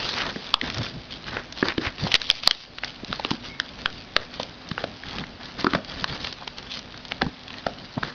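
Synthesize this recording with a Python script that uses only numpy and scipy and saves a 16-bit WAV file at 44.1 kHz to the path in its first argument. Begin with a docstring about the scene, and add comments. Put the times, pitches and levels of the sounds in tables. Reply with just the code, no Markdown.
"""A bone scrapes wetly along teeth and fur as a big dog gnaws it, close by in a carpeted room.
Friction makes the rubbing and the crunches, and parting films of saliva tick and smack. Each bite is
an impact that rings tooth, mouth and jaw; once a sliding tooth squeaks. The dog's weight rumbles on
the carpet and the bone bumps dully, over a faint appliance hum and hiss. One narrow-band microphone
hears it all, and the hardest snaps overload it, so that the level dips briefly."""
import sys
import numpy as np
from scipy import signal
from scipy.fft import rfft, irfft, next_fast_len
from scipy.io import wavfile
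from scipy.ndimage import uniform_filter1d, map_coordinates

SR = 44100
rng = np.random.default_rng(int(sys.argv[2]) if len(sys.argv) > 2 else 0)


def store_pcm(level_fs):
    """Save levels as 16-bit WAV."""
    pcm = np.round(np.clip(level_fs, -1, 1) * 32767).astype(np.int16)
    wavfile.write(sys.argv[1], SR, np.atleast_2d(pcm).T)


N = 358974
TIME_S = np.arange(N) / SR
CLICK_S = np.arange(2048) / SR  # time within one click
CLICK_MIDDLE_S = CLICK_S[-1] / 2
REST_RUB_DB, REST_SIZZLE_DB = -54.5, -49  # the mouth never quite stops moving
# spectrum of a tiny crack: frequency_hz, gain_db
CRACK_SPECTRUM = [(100, -5), (700, -4.5), (1500, -0.5), (3300, -8), (4800, -4.5), (5800, -18.5),
                  (7000, -27.5)]
# spectrum of a soft, heavy contact: frequency_hz, gain_db
THUMP_SPECTRUM = [(15, -31), (30, -2), (70, -3), (260, -3), (340, -8), (480, -13), (780, -14), (1300, -42)]


def amp(db):
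    """Decibels as an amplitude ratio."""
    return 10 ** (np.asarray(db) / 20)


def unit(x):
    """Power normalisation: scaled to rms 1."""
    return x / np.sqrt(np.mean(x ** 2) + 1e-20)


def burst(x):
    """Energy normalisation: scaled to the energy of 5 ms at rms 1."""
    return x * np.sqrt(.005 * SR / (np.sum(x ** 2) + 1e-20))


def wobble(rate_hz):
    """Random modulation: a smooth curve through rate_hz random knots a second."""
    knots = rng.standard_normal(int(N * rate_hz / SR) + 4)
    return map_coordinates(knots, [TIME_S * rate_hz])


def coloured(x, spectrum):
    """Zero-phase filtering by (frequency_hz, gain_db) points joined on a log frequency axis."""
    size = next_fast_len(len(x) + 8192)
    hz, db = np.transpose(spectrum)
    log_hz = np.log(np.fft.rfftfreq(size, 1 / SR) + 1)
    gain = amp(np.interp(log_hz, np.log(hz), db))
    return irfft(rfft(x, size) * gain, size)[:len(x)]


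def noise(samples, spectrum):
    """White noise filtered to a spectrum."""
    return coloured(rng.standard_normal(samples), spectrum)


def add(track, start_s, sound):
    """Superposition: sums a sound into the track."""
    part = track[max(round(start_s * SR), 0):][:len(sound)]
    part += sound[:len(part)]


def ring(hz, cycles):
    """A heavily damped resonance whose envelope peaks after the given number of cycles."""
    age = CLICK_S * hz / cycles
    return age * np.exp(-age) * np.sin(2 * np.pi * hz * CLICK_S)


def crackle(rate_hz, scatter_db, share):
    """Friction as shot noise: random slips carry a share of the power, even hiss the rest."""
    slips = (rng.random(N) < rate_hz / SR) * rng.choice([-1, 1], N)
    sizes = amp(scatter_db * np.minimum(rng.standard_normal(N), 2))
    return np.sqrt(share) * unit(slips * sizes) + np.sqrt(1 - share) * rng.standard_normal(N)


def strokes():
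    """Amplitude envelopes of dry rub and wet sizzle: each stroke takes hold, stays and lets go."""
    # teeth and tongue along the bone: start_s, length_s, rub_db, sizzle_db
    slides = [(0, 0.22, -35.5, -31), (0.138, 0.16, -33.5, -37), (0.32, 0.21, -48.5, -43),
              (0.64, 0.047, -36, -37), (0.713, 0.18, -41.5, -38.5), (1.117, 0.025, -52, -42),
              (1.277, 0.01, -38, -39), (1.331, 0.056, -36, -44), (1.574, 0.078, -42, -40.5),
              (1.657, 0.04, -30.5, -34), (1.818, 0.056, -37.5, -38), (2.005, 0.18, -40, -35.5),
              (2.216, 0.17, -44, -33.5), (2.436, 0.12, -46, -32), (2.49, 0.15, -75, -36),
              (2.836, 0.053, -47.5, -41.5), (3.08, 0.081, -47.5, -43), (3.195, 0.15, -48, -45),
              (3.454, 0.019, -42.5, -36.5), (3.789, 0.023, -45, -42), (3.888, 0.1, -60, -44),
              (4.206, 0.025, -39.5, -42.5), (4.346, 0.0047, -39, -35), (4.411, 0.013, -46, -37),
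              (4.792, 0.02, -40, -43), (5.066, 0.13, -43, -42.5), (5.15, 0.057, -37.5, -49),
              (5.414, 0.1, -45, -46), (5.599, 0.0091, -33, -34), (5.707, 0.052, -40.5, -40.5),
              (5.89, 0.14, -42.5, -41), (6.09, 0.065, -38.5, -37.5), (6.214, 0.084, -42, -37),
              (6.578, 0.1, -50, -45.5), (6.711, 0.065, -46.5, -35), (7.539, 0.06, -45.5, -44.5),
              (8.034, 0.066, -41, -43)]
    attack_s, release_s = 0.015, 0.025
    gains = np.zeros((2, N))
    for start_s, length_s, rub_db, sizzle_db in slides:
        span_s = [start_s - 10 * attack_s, start_s + length_s + 10 * release_s]
        near = slice(*np.searchsorted(TIME_S, span_s))
        since_s = TIME_S[near] - start_s
        rise = np.exp(-(np.minimum(since_s, 0) / attack_s) ** 2)
        fall = np.exp(-np.maximum(since_s - length_s, 0) / release_s)
        # a new stroke takes over from the one that is fading
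        gains[:, near] = np.maximum(gains[:, near], rise * fall * amp([[rub_db], [sizzle_db]]))
    return gains


def drifting(x, depth_db):
    """Time-varying filtering: broad resonances come and go as lips and tongue change shape."""
    frames = signal.stft(x, nperseg=512)[2]
    patches = uniform_filter1d(rng.standard_normal(frames.shape), size=5, axis=0)
    patches = uniform_filter1d(patches, size=6, axis=1)
    return unit(signal.istft(frames * amp(depth_db * unit(patches)), nperseg=512)[1][:N])


def scraping(rub_gain, sizzle_gain):
    """Sliding friction: the bone rubs in uneven catches; saliva adds a finer sizzle and ticks."""
    # dry and wet friction spectra: frequency_hz, gain_db
    rub_spectrum = [(250, -11.5), (500, -5), (800, -5), (1800, -2.5), (2500, -13), (3500, -25.5)]
    sizzle_spectrum = [(1400, -28), (2300, -11.5), (3200, -6), (3900, -6.5), (4800, -7.5), (5600, -17.5),
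                       (6400, -22), (7200, -33.5)]
    restless = amp(0.39 * wobble(6.7))
    rub_gain = np.hypot(rub_gain, amp(REST_RUB_DB) * restless)
    sizzle_gain = np.hypot(sizzle_gain, amp(REST_SIZZLE_DB) * restless)
    catch = wobble(70)
    rub = coloured(crackle(rate_hz=650, scatter_db=5.5, share=0.43), rub_spectrum)
    rub = drifting(rub, depth_db=1.5) * amp(2.1 * catch)
    sizzle = coloured(crackle(rate_hz=360, scatter_db=8.0, share=0.47), sizzle_spectrum)
    sizzle = drifting(sizzle, depth_db=2.5)
    sparse_slips = crackle(rate_hz=19, scatter_db=4.5, share=0.84)
    crack = burst(noise(len(CLICK_S), CRACK_SPECTRUM) * amp(-60 * CLICK_S / 0.0011))
    ticks = amp(-13.5) * unit(signal.fftconvolve(sparse_slips, crack)[:N])
    flicker = amp(0.94 * catch + 0.65 * wobble(170))
    return rub_gain * rub + sizzle_gain * (flicker * sizzle + ticks)


def saliva(sizzle_gain):
    """Film rupture: single films of saliva burst at random, louder during wet strokes."""
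    ticks_per_s, tick_db, scatter_db = 20, -43.5, 1.5
    wet_db, growth = -50.5, 0.62  # ticks gain this many dB per dB of sizzle above wet_db
    out, count = np.zeros(N), int(ticks_per_s * N / SR)
    moments = (rng.random(600)[:count] * N).astype(int)
    for at, (size, pitch) in zip(moments, rng.standard_normal((600, 2))):
        wetness = max(sizzle_gain[at] / amp(wet_db), 1) ** growth
        tick = burst(ring(3400 * np.exp(.3 * pitch), cycles=0.18))
        add(out, at / SR, wetness * amp(tick_db + scatter_db * min(size, 1.5)) * tick)
    return coloured(out, [(4600, -3.5), (5600, -1.5), (7000, -18.5)])


def body_rumble(rub_gain):
    """Low friction noise: the dog's weight shifts on the carpet, more when it pulls at the bone."""
    drag = np.hypot(1, rub_gain / amp(REST_RUB_DB)) ** 0.35
    return amp(-47.5 + 2.1 * wobble(22)) * drag * unit(noise(N, THUMP_SPECTRUM))


def appliance_hum(pitch_hz=249.5):
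    """An appliance in the house gives a faint tone that wavers by phase modulation."""
    return amp(-53) * np.sin(2 * np.pi * pitch_hz * TIME_S + 1.1 * wobble(22))


def hiss():
    """The noise floor: stationary hiss of the room and microphone."""
    # background spectrum: frequency_hz, gain_db
    hiss_spectrum = [(240, -25), (500, 1), (1500, -2), (4800, -7.5), (6000, -18), (7000, -24)]
    return amp(-49.5) * unit(noise(N, hiss_spectrum))


def crunches():
    """Brittle fracture: a skidding tooth makes a run of tiny breaks that ring tooth or mouth."""
    # skids over the bone: start_s, length_s, pitch_hz, level_db
    skids = [(0.156, 0.096, 1720, -31.5), (1.68, 0.051, 2130, -32), (1.826, 0.075, 2050, -31.5),
             (2.112, 0.013, 3130, -23.5), (2.145, 0.024, 3460, -16.5), (5.644, 0.0083, 895, -28),
             (6.402, 0.042, 913, -42), (7.212, 0.0062, 1480, -25.5), (7.971, 0.023, 830, -33.5),
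             (8.025, 0.012, 1380, -27.5)]
    out, slips = np.zeros(N), crackle(rate_hz=900, scatter_db=8.0, share=0.78)
    for start_s, length_s, pitch_hz, level_db in skids:
        force = slips[round(start_s * SR):][:round(length_s * SR)]
        force = force * np.sqrt(np.hanning(len(force)))
        skid = signal.fftconvolve(force, ring(pitch_hz, cycles=0.38))
        add(out, start_s, amp(level_db) * skid * np.sqrt(len(force) / np.sum(skid ** 2)))
    return out


def contact(spread_s, slip_gain, count=8):
    """Contact force as an impulse train: one hard touch, then slips spread_s later on average."""
    force = np.zeros(len(CLICK_S))
    force[0] = 1
    delays_s = rng.gamma(2, spread_s / 2, count)
    sizes = rng.choice([-1, 1], count) * np.exp(-delays_s / spread_s / 2)
    np.add.at(force, np.minimum((delays_s * SR).astype(int), len(force) - 1), slip_gain * sizes)
    return force


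def struck(force, response):
    """Forced vibration: the force convolved with a body's impulse response, at a set energy."""
    return burst(signal.fftconvolve(force, response)[:len(CLICK_S)])


def grind(fade_s):
    """Friction noise of a short skid, swelling to CLICK_MIDDLE_S and fading again."""
    swell = np.exp(-np.abs(CLICK_S - CLICK_MIDDLE_S) / fade_s)
    return burst(noise(len(CLICK_S), CRACK_SPECTRUM) * swell)


def room(x, t60_s):
    """Reverberation: absorption by the carpet leaves a weak, dull, exponentially decaying tail."""
    t = np.arange(SR // 4) / SR
    tail = noise(len(t), [(150, -3.5), (400, 3.0), (1500, -7.5), (3500, -2.0), (7000, -17.5)])
    tail = tail * amp(-60 * t / t60_s) * (1 - np.exp(-t / 0.0032))
    return signal.fftconvolve(x, tail / np.linalg.norm(tail)) / 2


def bites():
    """Impacts excite damped resonances: the tooth's snap, the mouth's knock and the jaw's thud."""
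    # teeth meeting the bone: start_s, jaw_hz, jaw_db, mouth_hz, mouth_db, snap_hz, snap_db
    impacts = [(0.36, 249, -27, 1750, -34, 4100, -53), (0.5408, 730, -37, 1110, -16, 3460, -11),
               (0.6139, 250, -53, 1990, -23, 3170, -23), (1.3681, 487, -27, 1470, -25.5, 2370, -32),
               (1.6273, 303, -15.5, 1500, -16.5, 2940, -58), (1.685, 337, -32.5, 1650, -24, 3570, -22.5),
               (1.7799, 242, -15, 1700, -30.5, 3100, -27), (2.068, 334, -31.5, 955, -25.5, 3700, -40),
               (2.142, 615, -29, 1900, -18.5, 3620, -11), (2.1556, 780, -30, 1920, -24, 3880, -15),
               (2.2169, 520, -40, 1870, -28, 3900, -21), (2.301, 160, -39, 2200, -17, 3330, -7.5),
               (2.312, 656, -30, 2080, -23, 3980, -15), (2.4748, 680, -17, 1200, -15, 3680, -2),
               (2.5106, 360, -28, 1840, -20, 3350, -6), (2.835, 860, -32.5, 2130, -21.5, 2460, -27),
               (3.1281, 796, -31.5, 1290, -23.5, 3710, -25.5),
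               (3.2487, 334, -26.5, 1140, -26.5, 3000, -21.5), (3.313, 260, -21, 1010, -25, 3500, -28),
               (3.6, 660, -59, 1600, -21.5, 3310, -20.5), (3.8587, 920, -36, 1370, -18, 3300, -19),
               (4.165, 604, -21, 1420, -15.5, 3340, -14), (4.399, 563, -23, 970, -32.5, 3400, -30.5),
               (4.7135, 146, -24.5, 1410, -30.5, 3430, -33.5), (4.7791, 402, -32, 1230, -23.5, 2900, -35.5),
               (4.84, 620, -21.5, 1280, -31.5, 3330, -30.5), (5.6445, 336, -18.5, 1220, -22.5, 3570, -26),
               (5.6675, 287, -18, 1280, -14.5, 3200, -37), (5.7345, 260, -21.5, 1370, -19.5, 3440, -28.5),
               (5.7493, 574, -19, 1420, -19.5, 3670, -28.5), (5.7553, 173, -22, 1310, -28, 3600, -37),
               (6.0425, 777, -38, 1380, -21, 3370, -21.5), (7.12, 734, -36, 1710, -27, 3300, -26.5),
               (7.2188, 725, -18, 1610, -21, 3420, -23), (7.2254, 194, -22, 870, -40, 2750, -41),
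               (7.265, 181, -22, 1070, -35.5, 3900, -46), (7.6661, 716, -19, 1460, -24.5, 3800, -32.5),
               (8.0328, 149, -30.5, 1850, -25, 3700, -33.5)]
    out = np.zeros(N)
    for start_s, jaw_hz, jaw_db, mouth_hz, mouth_db, snap_hz, snap_db in impacts:
        # bites cushioned by lips and gums are duller and last longer
        softness = np.clip((jaw_db - snap_db) / 10, 0, 1)
        force = contact(spread_s=0.001 + .0013 * softness, slip_gain=0.87, count=12)
        tooth = ring(snap_hz, cycles=1.0) + amp(0.5) * ring(1.188 * snap_hz, cycles=0.86)
        snap = amp(snap_db) * struck(force, tooth)
        knock = amp(mouth_db) * struck(force, ring(mouth_hz, cycles=0.53))
        jaw = struck(contact(spread_s=0.001304, slip_gain=0.99), ring(jaw_hz, cycles=0.45))
        # in cushioned bites the head's mass adds a low push
        push = softness * amp(-6.5) * burst(ring(232.0, cycles=0.39))
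        hollow = amp(jaw_db) * (jaw + push) - knock
        add(out, start_s, snap + hollow)
        # the deep part fills the room; the snap is heard almost only directly
        add(out, start_s, amp(-12.0) * room(hollow, t60_s=0.26) + amp(-18.5) * room(snap, t60_s=0.092))
        skid_db = (mouth_db + snap_db) / 2 - 12 + 9.4 * softness
        add(out, start_s + 0.00124 - CLICK_MIDDLE_S, amp(skid_db) * grind(fade_s=0.0038))
    return out


def bone_bumps():
    """Soft impacts: a long contact gives low frequencies, swelling and fading in uneven cycles."""
    # the bone's free end on floor and paws: peak_s, pitch_hz, level_db, half_width_s
    landings = [(0.636, 217.8, -25, 0.0086), (0.799, 110.7, -24.5, 0.021), (0.971, 153.7, -33, 0.025),
                (1.874, 82, -28, 0.0059), (2.044, 129.7, -21.5, 0.014), (3.037, 140, -30, 0.0038),
                (3.101, 128.4, -33, 0.013), (5.081, 150, -31, 0.0059), (5.197, 169.7, -31.5, 0.033),
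                (6.028, 150, -30.5, 0.007), (6.118, 139, -33, 0.021), (7.243, 87, -33.5, 0.029),
                (7.978, 210.5, -23, .006)]
    out, thump = np.zeros(N), unit(noise(N, THUMP_SPECTRUM))
    for peak_s, pitch_hz, level_db, half_width_s in landings:
        phase = 2 * np.pi * np.cumsum(pitch_hz * np.exp(0.35 * wobble(220))) / SR
        swell = np.exp(-((TIME_S - peak_s) / half_width_s) ** 2 / 2)
        out += amp(level_db) * (np.sin(phase) + 0.44 * thump) * swell
    return out


def smacks():
    """Impulse excitation: films of saliva part on tongue and lips with a small bright click."""
    # wet clicks: start_s, pitch_hz, level_db
    partings = [(.701, 3750, -27.5), (0.745, 4500, -30.5), (0.7835, 4960, -29.5), (0.832, 4530, -32.5),
                (.866, 2900, -33), (1.2825, 2440, -34.5), (1.5253, 4940, -32.5), (1.8657, 3100, -27),
                (1.983, 3020, -35), (2.2, 4390, -35), (2.435, 3680, -25), (2.785, 3140, -30),
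                (2.846, 4170, -26.5), (3.0471, 4060, -34), (3.197, 800, -26.5), (3.3073, 3630, -24.5),
                (4.431, 4830, -31.5), (4.6897, 4700, -36.5), (5.036, 1860, -33.5), (5.185, 3000, -29.5),
                (5.239, 1830, -32.5), (5.606, 4200, -35), (5.8478, 4000, -36.5), (6.098, 3050, -34),
                (6.246, 3080, -26.5), (6.2718, 3500, -31), (6.327, 4000, -31.5), (6.4769, 3400, -27.5),
                (6.584, 4080, -33), (6.792, 4600, -33.5), (6.943, 1570, -38.5), (6.9763, 4020, -38.5),
                (7.052, 3700, -35), (7.0834, 4430, -40.5), (7.114, 1950, -33), (7.4358, 4200, -44),
                (7.4808, 3330, -37), (7.505, 2900, -34.5), (7.5411, 2590, -35.5)]
    out = np.zeros(N)
    for start_s, pitch_hz, level_db in partings:
        # small films part in one crisp tick, large ones tear in several steps
        tear = np.clip((level_db + 41.5) / 10, 0, 1)
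        click = struck(contact(spread_s=0.0025, slip_gain=0.5 * tear), ring(pitch_hz, cycles=0.44))
        add(out, start_s, amp(level_db) * click)
        add(out, start_s + 0.000896 - CLICK_MIDDLE_S, tear * amp(level_db - 3.5) * grind(fade_s=0.0023))
    return out


def squeak():
    """Stick-slip oscillation: a tooth sliding along the bone gives a thin, rough tone."""
    # course of the tone: time_s, pitch_hz, level_db
    glide = [(3.48, 2220, -60), (3.495, 2190, -41), (3.6, 2180, -51)]
    time_s, pitch_hz, level_db = np.transpose(glide)
    rough_hz = np.interp(TIME_S, time_s, pitch_hz) * (1 + 0.026 * wobble(300))
    sounding = (TIME_S > time_s[0]) & (TIME_S < time_s[-1])
    envelope = sounding * amp(np.interp(TIME_S, time_s, level_db))
    return envelope * np.sin(2 * np.pi * np.cumsum(rough_hz) / SR)


def gain_control(x):
    """Compression: after an overload the level, the bass most of all, drops and creeps back."""
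    threshold_db, duck_db, attack_s, recover_s = -8, 8.5, 0.0083, 0.097
    t = np.arange(SR) / SR
    excess = np.maximum(np.abs(x) - amp(threshold_db), 0)
    memory = np.exp(-t / recover_s) * (1 - np.exp(-t / attack_s))
    depth = np.tanh(signal.fftconvolve(excess, memory)[:N] / 25)
    bass = coloured(x, [(350, 3.5), (1000, -20)])
    thinned = x - bass + bass * amp(-4.5 * depth ** 2)
    return thinned * amp(-duck_db * depth)


def scene():
    """Superposition: all sources sum at one point, the same in both channels."""
    rub_gain, sizzle_gain = strokes()
    mouth = bites() + crunches() + smacks()
    mouth += scraping(rub_gain, sizzle_gain) + saliva(sizzle_gain) + squeak()
    mono = mouth + body_rumble(rub_gain) + bone_bumps() + appliance_hum() + hiss()
    return np.array([mono, mono])


def record(dry):
    """Band limiting and clipping: the hardest snaps overload the microphone and shift its baseline."""
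    # the microphone's treble response: frequency_hz, gain_db
    treble_response = [(4800, 0.5), (5700, 0.5), (6300, -4), (6800, -9.5), (7300, -39), (8000, -90.5)]
    ceiling, settle_s = 0.86, 0.044
    heard = gain_control(coloured(dry[0], treble_response))
    clipped = np.clip(heard, -ceiling, ceiling)
    last_clip_s = np.maximum.accumulate(np.where(heard != clipped, TIME_S, -1))
    shifted = clipped - .022 * np.exp(-(TIME_S - last_clip_s) / settle_s)
    out = coloured(shifted, [(6200, 0), (8000, -12), (14500, -11), (16000, -13), (16600, -120)])
    return np.array([out, out])


dry = scene()
out = record(dry)
store_pcm(out)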